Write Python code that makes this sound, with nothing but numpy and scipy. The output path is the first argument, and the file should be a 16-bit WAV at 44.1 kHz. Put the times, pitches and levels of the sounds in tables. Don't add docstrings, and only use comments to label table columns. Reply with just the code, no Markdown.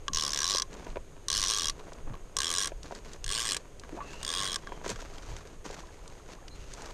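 import sys
import numpy as np
from scipy import signal
from scipy.fft import rfft, irfft, next_fast_len
from scipy.io import wavfile
from scipy.ndimage import uniform_filter1d

SR = 44100
rng = np.random.default_rng(int(sys.argv[2]) if len(sys.argv) > 2 else 0)


def to_wav(s):
    ch = np.atleast_2d(s).T
    pcm = np.round(np.clip(ch, -1, 1) * 32767)
    wavfile.write(sys.argv[1], SR, pcm.astype(np.int16))


N = 305613

# (time [s], tooth rate [1/s], level [dB])
CRANKS = [
    [(0.134, 80.9, -28), (0.2243, 77.7, -28.5), (0.2587, 64.0, -28.5), (0.2869, 77.1, -31),
     (0.3965, 67.4, -27.5), (0.5159, 105.0, -29), (0.5718, 85.1, -28), (0.6295, 23.0, -25)],
    [(1.284, 49.2, -28.5), (1.3614, 112.3, -28.5), (1.4619, 83.2, -29.5), (1.4894, 112.3, -27.5),
     (1.5579, 109.5, -29.5), (1.5802, 90.3, -30), (1.7041, 69.2, -28.5)],
    [(2.3677, 47.3, -27.5), (2.4227, 73.2, -29.5), (2.4652, 88.2, -30), (2.5298, 82.7, -29.5),
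     (2.6239, 103.6, -28.5), (2.6797, 53.1, -30.5)],
    [(3.2424, 37.3, -36), (3.2991, 91.5, -30.5), (3.3411, 113.5, -30.5), (3.4538, 118.8, -32),
     (3.5223, 90.5, -29.5), (3.5753, 23.9, -33)],
    [(4.2297, 45.2, -35), (4.275, 78.0, -33.5), (4.3597, 88.7, -31.5), (4.3874, 100.6, -31.5),
     (4.5152, 91.8, -34.5), (4.5661, 49.9, -29.5)],
]
# (frequency [Hz], width [Hz], level [dB])
REEL_MODES = [(277, 77, -23), (426, 55, -8.5), (1074, 23, 5), (1142, 38, 6), (1637, 77, -0.5),
              (1990, 500, -11), (2946, 110, -4), (3310, 118, 1.5), (3670, 160, -5), (4030, 86, 2.5),
              (4370, 120, -1.5), (4970, 310, -1.5), (5380, 160, 2), (5820, 140, 5), (6430, 220, 3.5),
              (7030, 340, -2), (8390, 710, -2), (9290, 58, -8.5), (8700, 350, 0), (11500, 50, -11),
              (12700, 130, -43)]
# (frequency [Hz], width [Hz], level [dB])
MOUNT_MODES = [(412, 87, -1), (546, 64, -3), (666, 100, -4), (972, 47, -2), (1520, 370, -14.5),
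               (2380, 530, -15.5)]


def undb(db):
    return 10 ** (np.asarray(db) / 20)


def unit(x):
    return x / np.sqrt(np.mean(x ** 2) + 1e-30)


def peak(x, db):
    return x * undb(db) / np.abs(x).max()


def add(out, start_s, x):
    i = max(int(start_s * SR), 0)
    out[i:i + len(x)] += x[:max(len(out) - i, 0)]


def colour(x, points):
    hz, db = np.transpose(points)
    size = next_fast_len(len(x))
    f = np.maximum(np.fft.rfftfreq(size, 1 / SR), 1)
    gain = undb(np.interp(np.log(f), np.log(hz), db))
    return irfft(rfft(x, size) * gain, size)[:len(x)]


def ring(modes, size=4096):
    f = np.maximum(np.fft.rfftfreq(size, 1 / SR), 10)
    power = sum(undb(db) ** 2 / (1 + ((f * f - hz * hz) / (f * width)) ** 2) for hz, width, db in modes)
    cepstrum = irfft(np.log(power) / 2)
    cepstrum[1:size // 2] *= 2
    cepstrum[size // 2 + 1:] = 0
    return irfft(np.exp(rfft(cepstrum)))


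def lowpass(x, hz, order=2):
    return signal.sosfilt(signal.butter(order, hz, fs=SR, output="sos"), x)


def decay(t60_s, size=4096):
    return np.exp(-np.log(1000) * np.arange(size) / SR / t60_s)


def chatter(t60_s):
    envelope = decay(t60_s)
    flurry = envelope * rng.standard_normal(len(envelope))
    return flurry / np.linalg.norm(flurry)


def strike(modes, chatter_db, t60_s, contact_hz, order):
    force = undb(chatter_db) * chatter(t60_s)
    force[0] += 1
    return signal.fftconvolve(lowpass(force, contact_hz, order), ring(modes))


def soft_pushes(rows, t60_s, attack_s):
    out = np.zeros(N)
    for time_s, peak_db, hz, width_hz in rows:
        push = chatter(t60_s)
        push *= 1 - np.exp(-np.arange(len(push)) / SR / attack_s)
        body = ring([(hz, width_hz, 0)], size=8192)
        add(out, time_s, peak(lowpass(signal.fftconvolve(push, body), 2 * hz), peak_db))
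    return out


def drift(rate_hz):
    hold = int(SR / rate_hz)
    steps = np.repeat(rng.standard_normal(N // hold + 1), hold)
    return unit(uniform_filter1d(steps, hold)[:N])


def air_and_wind(air_db=-53, breeze_db=-47.5, drift_db=-0.5, puff_s=0.058):
    # (frequency [Hz], density [dB])
    air_spectrum = [(50, -1.5), (85, -1), (130, -9.5), (220, -17), (420, -7), (800, -21), (1500, -25.5),
                    (2900, -26.5), (4000, -30.5), (5700, -33), (6550, -20.5), (7300, -31), (9500, -32),
                    (13000, -43.5)]
    wind_spectrum = [(6, -16), (14, 7), (28, 3.5), (50, -4.5), (85, -13.5), (160, -15.5), (400, -99.5)]
    # (crest time [s], level [dB])
    puffs = [(.16, -39.5), (.95, -39.5), (1.38, -41), (1.68, -44), (2.07, -41), (2.78, -43), (3.26, -38),
             (5.05, -44), (5.31, -41.5), (6.6, -45.5)]
    t = np.arange(N) / SR
    air = unit(colour(rng.standard_normal(N), air_spectrum)) * undb(air_db)
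    breeze = undb(breeze_db + drift_db * drift(5))
    gusting = sum(undb(db) * np.exp(-((t - crest_s) / puff_s) ** 2) for crest_s, db in puffs)
    rumble = unit(colour(rng.standard_normal(N), wind_spectrum))
    return air + rumble * (breeze + gusting)


def handle_clacks():
    # (time [s], peak [dB], contact bandwidth [Hz])
    clacks = [(0.0818, -15, 3220), (2.141, -34, 1140), (3.836, -35.5, 1760), (4.672, -28.5, 1730),
              (4.96, -34, 1600)]
    out = np.zeros(N)
    for time_s, db, contact_hz in clacks:
        clack = strike(REEL_MODES, chatter_db=3, t60_s=0.009, contact_hz=contact_hz, order=2)
        add(out, time_s, peak(clack, db))
    return out


def body_bumps():
    # (time [s], peak [dB], resonance [Hz], width [Hz])
    bumps = [(.095, -38.5, 162, 89), (2.102, -32, 130, 50.4), (3.927, -32.5, 343, 35),
             (4.916, -36.5, 132, 60), (5.312, -39.5, 122, 70)]
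    return soft_pushes(bumps, t60_s=0.13, attack_s=0.00043)


def pawl_force(rattle, rebound_s, rebound_db=-4, lead_in_db=-18, lead_in_samples=40):
    drop = rattle.copy()
    drop[0] += 1
    add(drop, rebound_s, undb([rebound_db]))
    lead_in = np.linspace(0, 1, lead_in_samples) * rng.standard_normal(lead_in_samples)
    return np.r_[undb(lead_in_db) * lead_in, drop]


def tooth_times(crank):
    times_s, teeth_hz, _ = np.transpose(crank)
    t = np.arange(times_s[0], times_s[-1], 1 / SR)
    turned = np.cumsum(np.interp(t, times_s, teeth_hz)) / SR
    return np.interp(np.arange(int(turned[-1]) + 1), turned, t)


def ratchet(crank, facing, rebound_s=0.0019, chatter_t60_s=0.018, likeness=0.7, detune=0.0094,
            jitter_s=0.0002, lead_s=0.0007, click_s=0.0064, snap_db=-11):
    times_s, _, levels_db = np.transpose(crank)
    *tilt_db, chatter_db, echo_s, echo_db = facing
    mode_hz, width_hz, mode_db = np.transpose(REEL_MODES)
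    mode_db = mode_db + np.interp(mode_hz, [1600, 3000, 5800, 8500], [0, *tilt_db])
    snap = ring([(5000, 3000, 0)])
    snap *= undb(snap_db) / np.linalg.norm(snap)
    direct = np.zeros(N)
    rattle = chatter(chatter_t60_s)
    teeth_s = tooth_times(crank)
    for drop_s in teeth_s + jitter_s * rng.standard_normal(len(teeth_s)):
        late, strength, loose = rng.standard_normal(3)
        shift, share = rng.standard_normal((2, len(mode_hz)))
        rattle = likeness * rattle + np.sqrt(1 - likeness ** 2) * chatter(chatter_t60_s)
        force = pawl_force(rattle * undb(chatter_db + 2 * loose), rebound_s + 0.0001 * late)
        body = ring(zip(mode_hz * (1 + detune * shift), width_hz, mode_db + 2.5 * share))
        click = signal.fftconvolve(force, body)
        add(click, np.argmax(force) / SR, snap * np.linalg.norm(click))
        click *= np.sqrt(click_s * SR) / np.linalg.norm(click)
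        click_db = np.interp(drop_s, times_s, levels_db) + 1.5 * strength
        add(direct, drop_s - lead_s, click * undb(click_db))
    i = np.arange(N)
    echo = undb(echo_db) * np.interp(i - echo_s * SR, i, direct)
    return lowpass(direct + echo, hz=11000, order=3)


def reel():
    # (gain at 3 kHz [dB], at 5.8 kHz [dB], at 8.5 kHz [dB], chatter [dB],
    # hand echo delay [s], echo [dB])
    facings = [(3, 5, -7, 6.5, 0.00085, -23), (6.5, 0, -2.5, 4, 0.00019, -12.5),
               (2, -2.5, -1, 8.5, 0.000558, -15), (3.5, -7.5, -2.5, 7.5, 0.000393, -13),
               (2.5, -6, -4.5, 14.5, 0.00059, -11.5)]
    return sum(ratchet(crank, facing) for crank, facing in zip(CRANKS, facings))


def slips(rate_hz, spread_db):
    sizes = undb(spread_db * np.minimum(rng.exponential(size=N), 4))
    return (rng.random(N) < rate_hz / SR) * sizes * rng.standard_normal(N)


def swell(start_s, length_s, attack_share=0.21, release_s=0.023):
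    t = np.arange(N) / SR - start_s
    attack = np.clip(t / (attack_share * length_s), 0, 1)
    return attack * np.exp(-np.maximum(t - length_s, 0) / release_s)


def clothes(rest_db=(-58, -84), sleeve_db=(-50.5, -48), catch_db=2):
    # (start [s], length [s], rubbing gain [dB], crinkling gain [dB])
    moves = [(.68, 0.24, -49.5, -57.5), (1.72, 0.29, -52, -63), (2.06, .08, -46.5, -88),
             (2.82, 0.16, -49.5, -53), (3.04, .11, -49.5, -53.5), (3.82, 0.28, -49, -59.5),
             (4.0, 0.53, -51.5, -49), (4.55, 0.31, -49.5, -60), (4.835, 0.088, -42.5, -40.5),
             (4.88, .51, -51, -52), (5.38, .15, -53, -59.5), (5.642, 0.022, -47.5, -44.5),
             (5.67, 0.13, -48, -51.5), (5.75, .52, -60.5, -62), (6.27, 0.065, -50, -53),
             (6.5, 0.36, -57.5, -55), (6.7, .05, -66, -52.5), (6.75, 0.16, -48.5, -50)]
    # (frequency [Hz], density [dB])
    rub_spectrum = [(88, -38), (150, 4.5), (182, 0.5), (290, 1), (420, 0), (895, -7), (945, -5), (1100, -6),
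                    (4000, -30.5), (5200, -83), (8800, -120)]
    crinkle_spectrum = [(880, -8), (1500, 4), (3050, -1.5), (4600, -1), (5300, -3), (6450, 1), (9540, -15),
                        (10200, -13.5), (11100, -20), (14000, -25)]
    cranking = [(crank[0][0], crank[-1][0] - crank[0][0], *sleeve_db) for crank in CRANKS]
    move_power = sum(np.outer(undb(gains_db), swell(start_s, length_s)) ** 2
                     for start_s, length_s, *gains_db in moves + cranking)
    rub_gain, crinkle_gain = np.sqrt(undb(rest_db)[:, None] ** 2 + move_power)
    rub = unit(colour(slips(rate_hz=1800, spread_db=2), rub_spectrum)) * undb(-2)
    tap_force = slips(rate_hz=70, spread_db=-1)
    taps = unit(signal.fftconvolve(tap_force, ring(MOUNT_MODES))[:N]) * undb(-8)
    crinkle = unit(colour(slips(rate_hz=3500, spread_db=0), crinkle_spectrum)) * undb(-3)
    creases = signal.fftconvolve(np.abs(slips(rate_hz=55, spread_db=-1.2)), decay(0.021))[:N]
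    crackle = unit(colour(creases * rng.standard_normal(N), crinkle_spectrum)) * undb(-6)
    catching = unit(undb(catch_db * drift(60)))
    return catching * (rub_gain * (rub + taps) + crinkle_gain * (crinkle + crackle))


def mount_knocks():
    # (time [s], peak [dB], contact bandwidth [Hz])
    knocks = [(.548, -26.5, 600), (.868, -31.5, 900), (.9585, -27, 1300), (.970, -24, 900),
              (1.921, -34.5, 1000), (2.719, -30, 500), (2.910, -29.5, 1000), (2.923, -29.5, 900),
              (4.721, -26, 1200), (4.845, -28.5, 1400), (4.862, -27, 800), (4.897, -31, 700),
              (5.702, -30.5, 900)]
    out = np.zeros(N)
    for time_s, db, contact_hz in knocks:
        knock = strike(MOUNT_MODES, chatter_db=2, t60_s=0.025, contact_hz=contact_hz, order=1)
        add(out, time_s, peak(knock, db))
    return out


def crisp_snaps(width_hz=5500, trim_db=-2):
    # (time [s], peak before trim [dB], centre [Hz])
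    snaps = [(0.7297, -34, 1670), (1.9325, -34, 6130), (2.831, -31.5, 5900), (2.95, -31.5, 5160),
             (3.1336, -33, 6500), (3.7969, -30, 5700), (4.879, -26, 6360), (4.8926, -20, 4560),
             (4.901, -21.5, 6530), (5.182, -34, 1500), (5.3658, -30, 1710), (6.0778, -33.5, 7800),
             (6.4813, -32.5, 2900), (6.737, -28.5, 6600), (6.82, -34, 5660)]
    out = np.zeros(N)
    for time_s, db, hz in snaps:
        snap = strike([(hz, width_hz, 0)], chatter_db=12, t60_s=0.02, contact_hz=8000, order=4)
        add(out, time_s, peak(snap, db + trim_db))
    return out


def gurgle(start_s=3.965, gap_s=0.019, first_db=-37, step_db=3, first_hz=670, step_hz=225, width_hz=85):
    pulses = [(start_s + k * gap_s, first_db + k * step_db, first_hz + k * step_hz, width_hz)
              for k in range(3)]
    return soft_pushes(pulses, t60_s=0.068, attack_s=0.0027)


def whistles(half_width_hz=100):
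    # (start [s], length [s], start pitch [Hz], end pitch [Hz], rms [dB])
    glides = [(3.97, 0.37, 2560, 2960, -57.5), (4.594, 0.24, 3320, 3040, -65.5),
              (6.499, .06, 4030, 4200, -60), (6.559, 0.14, 2880, 2750, -68)]
    out = np.zeros(N)
    for start_s, length_s, start_hz, end_hz, db in glides:
        progress = np.linspace(0, 1, int(length_s * SR))
        phase = 2 * np.pi * np.cumsum(start_hz + (end_hz - start_hz) * progress) / SR
        in_phase, quadrature = lowpass(rng.standard_normal((2, SR)), half_width_hz)[:, :len(progress)]
        tone = in_phase * np.cos(phase) + quadrature * np.sin(phase)
        add(out, start_s, unit(np.sin(np.pi * progress) * tone) * undb(db))
    return out


def stones(rate_hz=160, centre_hz=903, spread_oct=0.503, t60_s=0.031, spread_db=4):
    # (start [s], length [s], level [dB])
    scuffs = [(3.979, 0.27, -57.5), (4.953, .45, -57.5), (5.701, 0.18, -55), (5.87, .6, -61),
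              (6.741, 0.18, -53.5)]
    out = np.zeros(N)
    envelope = decay(t60_s)
    t = np.arange(len(envelope)) / SR
    for start_s, length_s, db in scuffs:
        clatter = np.zeros(N)
        for k, (late, pitch, strength) in enumerate(rng.standard_normal((int(length_s * rate_hz), 3))):
            hz = centre_hz * 2 ** (spread_oct * pitch)
            knock = undb(spread_db * strength) * np.sin(2 * np.pi * hz * t) * envelope
            add(clatter, start_s + (k + late) / rate_hz, knock)
        out += clatter * undb(db) * np.sqrt(length_s * SR) / np.linalg.norm(clatter)
    return out


def scene():
    angler = reel() + body_bumps() + handle_clacks() + mount_knocks() + crisp_snaps() + clothes()
    return (angler + gurgle() + air_and_wind() + whistles() + stones())[None]


def record(dry, notch_hz=10000, notch_width_hz=700, top_hz=13400):
    ported = signal.lfilter(*signal.iirnotch(notch_hz, notch_hz / notch_width_hz, fs=SR), dry)
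    return signal.sosfilt(signal.ellip(8, 0.2, 70, top_hz, fs=SR, output="sos"), ported)


dry = scene()
out = record(dry)
to_wav(out)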